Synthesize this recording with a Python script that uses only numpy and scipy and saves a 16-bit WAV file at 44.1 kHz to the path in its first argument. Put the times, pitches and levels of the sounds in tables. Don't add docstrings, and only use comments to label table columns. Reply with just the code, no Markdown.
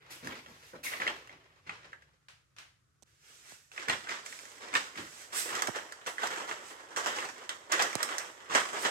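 import sys
import numpy as np
from scipy import signal
from scipy.fft import rfft, irfft, next_fast_len
from scipy.io import wavfile

SR = 44100
rng = np.random.default_rng(int(sys.argv[2]) if len(sys.argv) > 2 else 0)


def generate_wav(signal):
    frames = np.transpose(np.atleast_2d(signal))
    scaled = np.clip(frames, -1, 1) * 32767
    pcm = np.round(scaled).astype(np.int16)
    wavfile.write(sys.argv[1], SR, pcm)


N = 392490

# time in seconds, level in dB.
SHEET_STIR = [(0, -56.5), (1.1, -65.5), (1.9, -66), (2.2, -80.5), (3.68, -94), (3.75, -54.5), (5.3, -60),
              (6.3, -52), (8.9, -54.5)]
# time in seconds, share (0 to 1) of crackle that comes from it.
ON_RUNNER = [(0, 0.93), (5.05, 0.78), (5.4, 0.29), (6, 0.18), (8.9, 0.21)]
# frequency in Hz, relative density in dB per Hz.
RUNNER_COLOUR = [(100, -63.5), (200, -38.5), (500, -22), (800, -6), (1300, 1), (2000, 3), (2800, -2),
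                 (4000, -7), (5500, -12), (8000, -23), (16000, -42.5)]
# frequency in Hz, relative density in dB per Hz.
PAPER_COLOUR = [(200, -60.5), (500, -4.5), (750, -4), (1250, 0.5), (1600, -1.5), (1950, 0), (2400, -7.5),
                (3200, -7), (4500, -19), (8000, -23), (16000, -54)]
# frequency in Hz, relative density in dB per Hz.
HOLLOW_COLOUR = [(40, -30), (100, -18), (220, -9), (330, 1.5), (500, 4), (700, -1.5), (1100, 1.5),
                 (3000, -56.5)]
# frequency in Hz, relative density in dB per Hz.
CRISP_COLOUR = [(1500, -52.5), (3000, -3.5), (4000, 4.5), (6000, 5.5), (8200, -1.5), (10000, -3),
                (13000, -3.5), (16000, -17)]


def crumple(stir_hollow_db=-5, stir_crisp_db=-14, paper_db=0, hollow_db=0, crisp_db=-1):
    power = (amp(curve(SHEET_STIR)) * amp([[0], [stir_hollow_db], [stir_crisp_db]])) ** 2
    for s, rise, t60, db, hollow, crisp in presses():
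        levels = amp([[db], [db + hollow], [db + crisp]])
        add(power, s, (levels * swell(rise, t60)) ** 2)
    paper, pocket, folds = np.sqrt(power)
    pops = clumps() * creases(rate=1000, spread_db=7)
    runner = np.clip(curve(ON_RUNNER), 0, 1)
    voice = np.sqrt(runner) * crackle(pops, RUNNER_COLOUR)
    voice = voice + np.sqrt(1 - runner) * crackle(pops, PAPER_COLOUR)
    sheet_sound = amp(paper_db) * paper * voice
    pocket_sound = amp(hollow_db) * pocket * crackle(pops, HOLLOW_COLOUR)
    fold_sound = amp(crisp_db) * folds * crackle(pops, CRISP_COLOUR)
    return sheet_sound + pocket_sound + fold_sound


# start in seconds, heel level in dB, sole delay in seconds, sole level in dB, push-off delay in
# seconds, push-off level in dB, hollow and crisp parts in dB re level, landing and push-off thud in dB,
# pitch of that spot as a ratio to the floor's modes.
STEPS = [(0.226, -43.5, 0.028, -44, .23, -51.5, -2.5, -5.5, -45, -60.5, 0.803),
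         (0.729, -62, 0.019, -84, 0.17, -37, -12.5, -31, -40.5, -63, 1.8),
         (0.992, -35, 0.066, -35.5, 0.3, -52, -6, -26.5, -47.5, -63, 0.92),
         (1.658, -43.5, 0.021, -43.5, 0.14, -53, -7.5, -25, -58.5, -69, 0.54),
         (3.874, -25.5, 0.036, -41.5, 0.2, -32, -15, -18, -35.5, -56.5, 1.25),
         (4.729, -29, 0.056, -42.5, 0.22, -40, -11.5, -14.5, -47, -45, 1.073),
         (5.52, -31.5, 0.098, -36.5, 0.2, -39, -7.5, -15.5, -49, -61, 1.05),
         (6.207, -32, 0.083, -34.5, 0.249, -38, -7, -12.5, -57, -61, 2.2),
         (6.949, -32, 0.1, -35, 0.2, -35, -7, -12.5, -52, -76, 1.08),
         (7.702, -29.5, 0.082, -26.5, 0.26, -35, -8, -18, -41.5, -61, 2.42),
         (8.525, -24.5, 0.11, -39, 0.19, -32, -7, -14.5, -43, -53, 2.3)]
# start in seconds, rise in seconds,
# 60 dB decay in seconds, level in dB, hollow part in dB re level.
SCUFFS = [(.275, 0.033, 0.32, -40, -6.5), (3.75, 0.027, 0.54, -41.5, -8), (4.596, 0.017, 1, -42, -3),
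          (5.316, 0.0099, 0.21, -34, -12.5), (5.44, 0.029, 0.96, -39.5, -7), (6.061, .002, 0.12, -33.5, -6),
          (6.181, .005, 0.18, -35.5, -17), (6.39, 0.014, 0.28, -39, -3), (7.491, 0.0064, 0.11, -34.5, -15),
          (7.679, 0.028, .3, -36.5, -9), (8.082, 0.011, 0.64, -35.5, -11.5), (8.486, 0.019, 0.4, -34, -4.5),
          (8.824, .025, 0.14, -26.5, -9)]
# rise in seconds, 60 dB decay on the runner and
# on the wide sheet in seconds, hollow and crisp parts in dB re the step's own.
HEEL = (.024, .1, 0.36, -3.1, 0.41)
SOLE = (0.012, 0.18, 0.43, 0.044, 0)
PUSH_OFF = (0.031, 0.24, 0.47, 0.33, 1)


def presses(scuff_crisp_db=-17.5, settle_db=-10, settle_rise_s=0.029, settle_t60_s=1):
    loads = [(*scuff, scuff_crisp_db) for scuff in SCUFFS]
    for s, heel_db, sole_s, sole_db, push_s, push_db, hollow, crisp, *_ in STEPS:
        runner = np.clip(np.interp(s, *np.transpose(ON_RUNNER)), 0, 1)
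        for after, db, part in [(0, heel_db, HEEL), (sole_s, sole_db, SOLE), (push_s, push_db, PUSH_OFF)]:
            rise, runner_t60, sheet_t60, part_hollow, part_crisp = part
            t60 = runner * runner_t60 + (1 - runner) * sheet_t60
            loads.append((s + after, rise, t60, db, hollow + part_hollow, crisp + part_crisp))
        loads.append((s, settle_rise_s, settle_t60_s, sole_db + settle_db, hollow, crisp))
    return loads


def clumps(clump_db=1.5, clumps_per_s=90):
    place = np.arange(N) / SR * clumps_per_s
    strength = np.clip(rng.standard_normal(SR), -2, 2)
    return amp(clump_db * np.interp(place, np.arange(SR), strength))


def creases(rate, spread_db):
    gives_way = rng.random(N) < rate / SR
    return gives_way * amp(spread_db * np.minimum(rng.standard_normal(N), 2.5))


def crackle(pops, spectrum):
    return unit(coloured(pops * rng.choice([-1, 1], N), spectrum))


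# start in seconds, relative ring level in dB, ring in Hz,
# relative crisp level in dB re ring.
SNAPS = [(0.272, -27.5, 1630, -4), (0.461, -39.5, 2630, -15), (0.936, -26.5, 1860, -28),
         (1.0005, -25, 2180, -28), (1.018, -21, 1660, -30), (1.067, -21, 2120, -34),
         (1.077, -18.5, 2950, -21), (1.294, -39, 2170, -19), (1.694, -25, 2650, -39),
         (1.93, -36, 1790, -35), (3.716, -39.5, 2650, -10.5), (3.778, -26.5, 2480, -28),
         (3.884, -20, 2000, -13), (3.897, -15, 2300, -30), (4.071, -33, 1650, -27),
         (4.093, -29.5, 2060, -10), (4.739, -22, 2040, -17), (4.7519, -18, 1770, -16),
         (4.956, -36, 1940, -18), (5.552, -29, 1755, 0.5), (5.621, -20, 1400, -1.5),
         (5.672, -25.5, 2120, -0.5), (5.787, -33, 1750, -30), (5.922, -33, 1590, -2.5),
         (6.1816, -26.5, 1640, -24), (6.271, -31.5, 1930, 3.5), (6.512, -24.5, 1490, -22),
         (6.962, -26.5, 1440, -7), (7.071, -34, 1380, 5), (7.186, -26, 2700, -19), (7.492, -22, 3240, -7.5),
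         (7.721, -34.5, 2060, 15), (7.823, -22.5, 1870, 7), (8.029, -22, 1650, 5.5),
         (8.182, -29, 1590, 6.5), (8.767, -30, 2000, -20)]


def snaps(ring_db=3, crisp_db=0, ring_t60=0.022, crisp_t60=0.022, width_hz=600, sheet_share=0.33):
    track, t = np.zeros(N), np.arange(SR // 16) / SR
    for s, db, hz, crisp in SNAPS + recoil() + stray_snaps():
        ring_noise, tick_noise = rng.standard_normal((2, len(t)))
        sheet = coloured(ring_noise * amp(-60 * t / ring_t60), PAPER_COLOUR)
        ring = resonant(sheet, hz, width_hz) + sheet_share * sheet
        tick = coloured(tick_noise * amp(-60 * t / crisp_t60), CRISP_COLOUR)
        ring = amp(db + ring_db) * ring / np.abs(ring).max()
        tick = amp(db + crisp + crisp_db) * tick / np.abs(tick).max()
        add(track, s, ring + tick)
    return track


def stray_snaps(count=3, fade_db=8, level_db=-1, spread_db=5, within_s=.35, mid_hz=1894, crisp_db=-7):
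    strays = []
    for s, _, sole_s, sole_db, *_ in STEPS:
        for late, force, pitch in rng.random((count, 3)):
            start = s + sole_s + late * within_s
            db = sole_db + level_db - fade_db * late + spread_db * (2 * force - 1)
            strays.append((start, db, mid_hz * 2 ** (pitch - .5), crisp_db))
    return strays


def recoil(count=6, start_s=4.2615, gap_s=.064, level_db=-31.5, loss_db=3, hz=2150, crisp_db=-4):
    return [(start_s + k * gap_s, level_db - k * loss_db, hz, crisp_db) for k in range(count)]


# start in seconds, rise in seconds, 60 dB decay in seconds, level in dB.
SLIDES = [(0.096, 0.012, 0.37, -45), (.47, 0.22, 0.29, -55.5), (0.829, 0.0091, 0.46, -37),
          (3.05, 0.016, 2.5, -69), (3.169, 0.13, 1.5, -57), (3.39, .12, 0.34, -52.5),
          (3.714, 0.0053, 0.71, -55.5), (4.24, 0.013, 2.1, -50.5), (4.95, 0.0079, 2, -53.5),
          (5.0, 0.22, .2, -51.5), (5.314, 0.062, 0.4, -34), (6.06, 0.0075, 0.15, -40.5),
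          (6.6, 0.089, 0.24, -51), (8.77, 0.052, 0.25, -41.5)]
# frequency in Hz, relative density in dB per Hz.
HISS_COLOUR = [(100, -24.5), (300, 0.5), (900, -4), (1400, 5), (2200, 5.5), (3200, 2.5), (6000, 0.5),
               (9000, -6), (12000, -7.5), (16000, -20.5)]
# frequency in Hz, relative density in dB per Hz.
SIZZLE_COLOUR = [(5000, -45), (8000, -8), (10000, -9), (13000, -11), (16000, -20.5)]


def slides(sizzle_db=-2, hard_db=-35):
    power = np.zeros(N)
    for s, rise, t60, db in SLIDES:
        add(power, s, (amp(db) * swell(rise, t60)) ** 2)
    pressure = np.sqrt(power)
    fibres = creases(rate=12000, spread_db=4)
    brightness = amp(sizzle_db) * np.sqrt(pressure / amp(hard_db))
    return pressure * (crackle(fibres, HISS_COLOUR) + brightness * crackle(fibres, SIZZLE_COLOUR))


# start in seconds, rise in seconds, 60 dB decay in seconds,
# level in dB, pitch in Hz.
SQUEAKS = [(.832, 0.0085, 0.16, -39.5, 2440), (.85, 0.016, 0.053, -29, 2095)]


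def squeaks(width_hz=330):
    track = np.zeros(N)
    for s, rise, t60, db, hz in SQUEAKS:
        slip = resonant(rng.standard_normal(SR), hz, width_hz)
        slip = resonant(slip, hz, width_hz)
        add(track, s, amp(db) * swell(rise, t60) * unit(slip))
    return track


# frequency in Hz, width in Hz, relative level in dB.
BOARDS = [(110, 48, -14.5), (180, 24, 4), (290, 28, 13.5), (469, 200, -2)]


def thuds(level_db=-1, land_rise_s=0.0057, push_rise_s=0.042, t60=0.14, knock_db=-5, knock_t60=0.065):
    track = np.zeros(N)
    for s, first_db, sole_s, sole_db, push_s, *_, land_db, push_db, pitch in STEPS:
        weight_db = land_db - max(first_db, sole_db)
        blows = [(0, first_db + weight_db, land_rise_s),
                 (sole_s, sole_db + weight_db, land_rise_s),
                 (push_s, push_db, push_rise_s)]
        for after, db, rise in blows:
            push = rng.standard_normal(SR)
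            wood = sum(amp(level) * resonant(push, hz * pitch, width * pitch) for hz, width, level in BOARDS)
            knock = amp(knock_db) * swell(rise, knock_t60) * unit(coloured(push, PAPER_COLOUR))
            add(track, s + after, amp(db + level_db) * (swell(rise, t60) * unit(wood) + knock))
    return coloured(track, [(25, -8), (60, 12.0), (700, 0.5), (1500, 1), (5000, -57)])


# start in seconds, relative level in dB, click in dB re level.
BUMPS = [(3.024, -36.5, 12), (3.029, -45, 20.5), (3.033, -47, 21), (3.521, -29, -27), (5.683, -11, -19),
         (5.686, -12, -36), (5.691, -10, -32), (7.9537, -6.5, 14)]


def bumps(drop_hz=1100, end_hz=110, fall_s=0.00226, t60=0.032, click_t60=0.0076):
    track, t = np.zeros(N), np.arange(SR // 16) / SR
    pitch = end_hz + drop_hz * np.exp(-t / fall_s)
    pop = np.sin(2 * np.pi * np.cumsum(pitch) / SR) * amp(-60 * t / t60)
    for s, db, click_db in BUMPS:
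        click = resonant(rng.standard_normal(len(t)) * amp(-60 * t / click_t60), 6800, 7400)
        add(track, s, amp(db) * (pop + amp(click_db) * click / np.abs(click).max()))
    case = coloured(track, [(25, -4), (70, -11.5), (8500, -15), (10500, -25), (16000, -28)])
    return case * amp([[-16], [0]])


PORT_LAG = 19


def hall(x, direct_db=-7.5, early_db=-1.5, tail_db=-7):
    size = next_fast_len(N)
    a, b = rfft(amp(early_db) * near_walls(x) + amp(tail_db) * far_walls(x), size)
    alike = np.sinc(2 * np.linspace(0, .5, len(a)) * PORT_LAG)
    left = alike * b + np.sqrt(1 - alike ** 2) * a
    echoes = irfft([left, b], size)[:, :N]
    return amp(direct_db) * straight(x) + echoes


def straight(x):
    return np.array([np.pad(x, (PORT_LAG, 0))[:N], x])


def near_walls(x, t60=0.14, size=512):
    hop = size // 2
    frames = np.lib.stride_tricks.sliding_window_view(np.pad(x, (0, size)), size)[::hop]
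    pieces = rfft(frames * signal.get_window('hann', size), 8 * size)
    t = np.arange(6 * size) / SR
    decay = amp(-60 * t / t60) * (t > .002)
    paths = rng.standard_normal((2, len(pieces), len(t))) * decay / np.linalg.norm(decay)
    echoes = irfft(rfft(paths, 8 * size) * pieces)
    where = np.arange(len(pieces))[:, None] * hop + np.arange(echoes.shape[-1])
    return np.array([np.bincount(where.ravel(), side.ravel())[:N] for side in echoes])


# frequency in Hz, 60 dB decay in seconds.
HALL_DECAY = [(100, 0.68), (500, 0.37), (2000, 0.33), (6000, 0.54), (15000, 0.74)]


def far_walls(x):
    out, hop = np.zeros((2, N)), SR // 3
    for i in range(0, N, hop):
        hz, t, z = signal.stft(rng.standard_normal((2, SR // 2)), SR, nperseg=256)
        decay = amp(-60 * t / along(HALL_DECAY, hz)[:, None]) * np.minimum(t / 0.021, 1)
        tail = signal.istft(z * decay, SR, nperseg=256)[1]
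        tail = tail / np.linalg.norm(tail[0])
        add(out, i / SR, signal.fftconvolve(x[None, i:i + hop], tail, axes=1))
    return out


# start in seconds, level in dB.
TAPS = [(2.284, -48.5), (2.564, -52.5), (2.584, -43.5)]
# frequency in Hz, relative level in dB.
TAP_COLOUR = [(200, -15.5), (600, -9), (1000, -4.5), (1400, -0.5), (2700, -0.5), (4000, -4.5), (6500, -9.5),
              (9000, -15.5), (16000, -32)]


def taps(blow_t60=0.053, echo_db=-7, echo_t60=0.39):
    power = np.zeros(N)
    for s, db in TAPS:
        blow = swell(0.0011, blow_t60)
        echo = amp(echo_db) * swell(0.015, echo_t60)
        add(power, s, amp(db) ** 2 * (blow ** 2 + echo ** 2))
    return np.sqrt(power) * diffuse(TAP_COLOUR)


# time in seconds, level in dB.
HUM_LEVEL = [(0, -68.5), (1.5, -71), (2.8, -75), (3.3, -77.5), (8.9, -81)]
# frequency in Hz, relative level in dB.
HUM_COLOUR = [(20, -35), (40, -15.5), (68, -5), (115, -3), (160, -6), (240, -44), (500, -44), (2000, -86)]
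# frequency in Hz, relative level in dB.
AIR_COLOUR = [(100, 10), (450, -0.5), (950, -11.5), (1250, 5), (2500, -10.5), (7000, -7), (12000, -16),
              (16000, -35)]


def house(air_db=-76.5):
    rumble = amp(curve(HUM_LEVEL)) * unit(coloured(rng.standard_normal(N), HUM_COLOUR))
    return rumble + amp(air_db) * diffuse(AIR_COLOUR)


def diffuse(spectrum):
    return np.array([unit(coloured(side, spectrum)) for side in rng.standard_normal((2, N))])


def amp(db):
    return 10 ** (np.asarray(db) / 20)


def unit(x):
    return x / np.sqrt(np.mean(x ** 2) + 1e-20)


def along(points, hz):
    f, v = np.transpose(points)
    return np.interp(np.log(hz + 1), np.log(f), v)


def curve(rows):
    return np.interp(np.arange(N) / SR, *np.transpose(rows))


def add(track, s, sound):
    i = min(round(s * SR), N)
    track[..., i:i + sound.shape[-1]] += sound[..., :N - i]


def coloured(x, points, size=8192):
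    cepstrum = irfft(np.log(amp(along(points, np.fft.rfftfreq(size, 1 / SR)))))
    cepstrum[1:size // 2] *= 2
    cepstrum[size // 2 + 1:] = 0
    return signal.oaconvolve(x, irfft(np.exp(rfft(cepstrum))))[:len(x)]


def resonant(x, hz, width_hz):
    return signal.lfilter(*signal.iirpeak(hz, hz / width_hz, SR), x)


def swell(rise, t60):
    t, rise = np.arange(SR) / SR, max(rise, 1e-3)
    return np.minimum(t / rise, 1) * amp(-60 * np.maximum(t - rise, 0) / t60)


# frequency in Hz, gain in dB.
PORT_COLOUR = [(100, -1.7), (300, 2.2), (600, 2.5), (1000, 3), (1800, 5.5), (2400, -1.5), (3300, 4),
               (4200, 2.5), (5200, 8.5), (6300, 10), (8200, 15.5), (9600, 2.5), (12000, -0.5),
               (15000, -2.5)]
# time in seconds, share (0 to 1).
UNDERFOOT = [(0, 0.072), (2.9, 0.2), (3.4, 0.48), (3.8, 0.72), (8.9, 0.76)]


def scene(snap_room_db=-4, snap_direct_db=-6):
    cracks = snaps()
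    steps = crumple() + slides() + squeaks() + thuds()
    in_hall = hall(steps + amp(snap_room_db) * cracks)
    left, right = in_hall + amp(snap_direct_db) * straight(cracks)
    below = np.clip(curve(UNDERFOOT), 0, 1)
    right = (1 - below) * right + below * coloured(right, PORT_COLOUR)
    return np.array([left, right]) + taps() + bumps() + house()


def record(dry, low_cut_hz=48, top_hz=15850):
    dry = signal.sosfilt(signal.butter(4, low_cut_hz, 'high', fs=SR, output='sos'), dry)
    size = next_fast_len(N + SR // 2)
    in_band = np.fft.rfftfreq(size, 1 / SR) < top_hz
    return irfft(rfft(dry, size) * in_band, size)[:, :N]


dry = scene()
out = record(dry)
generate_wav(out)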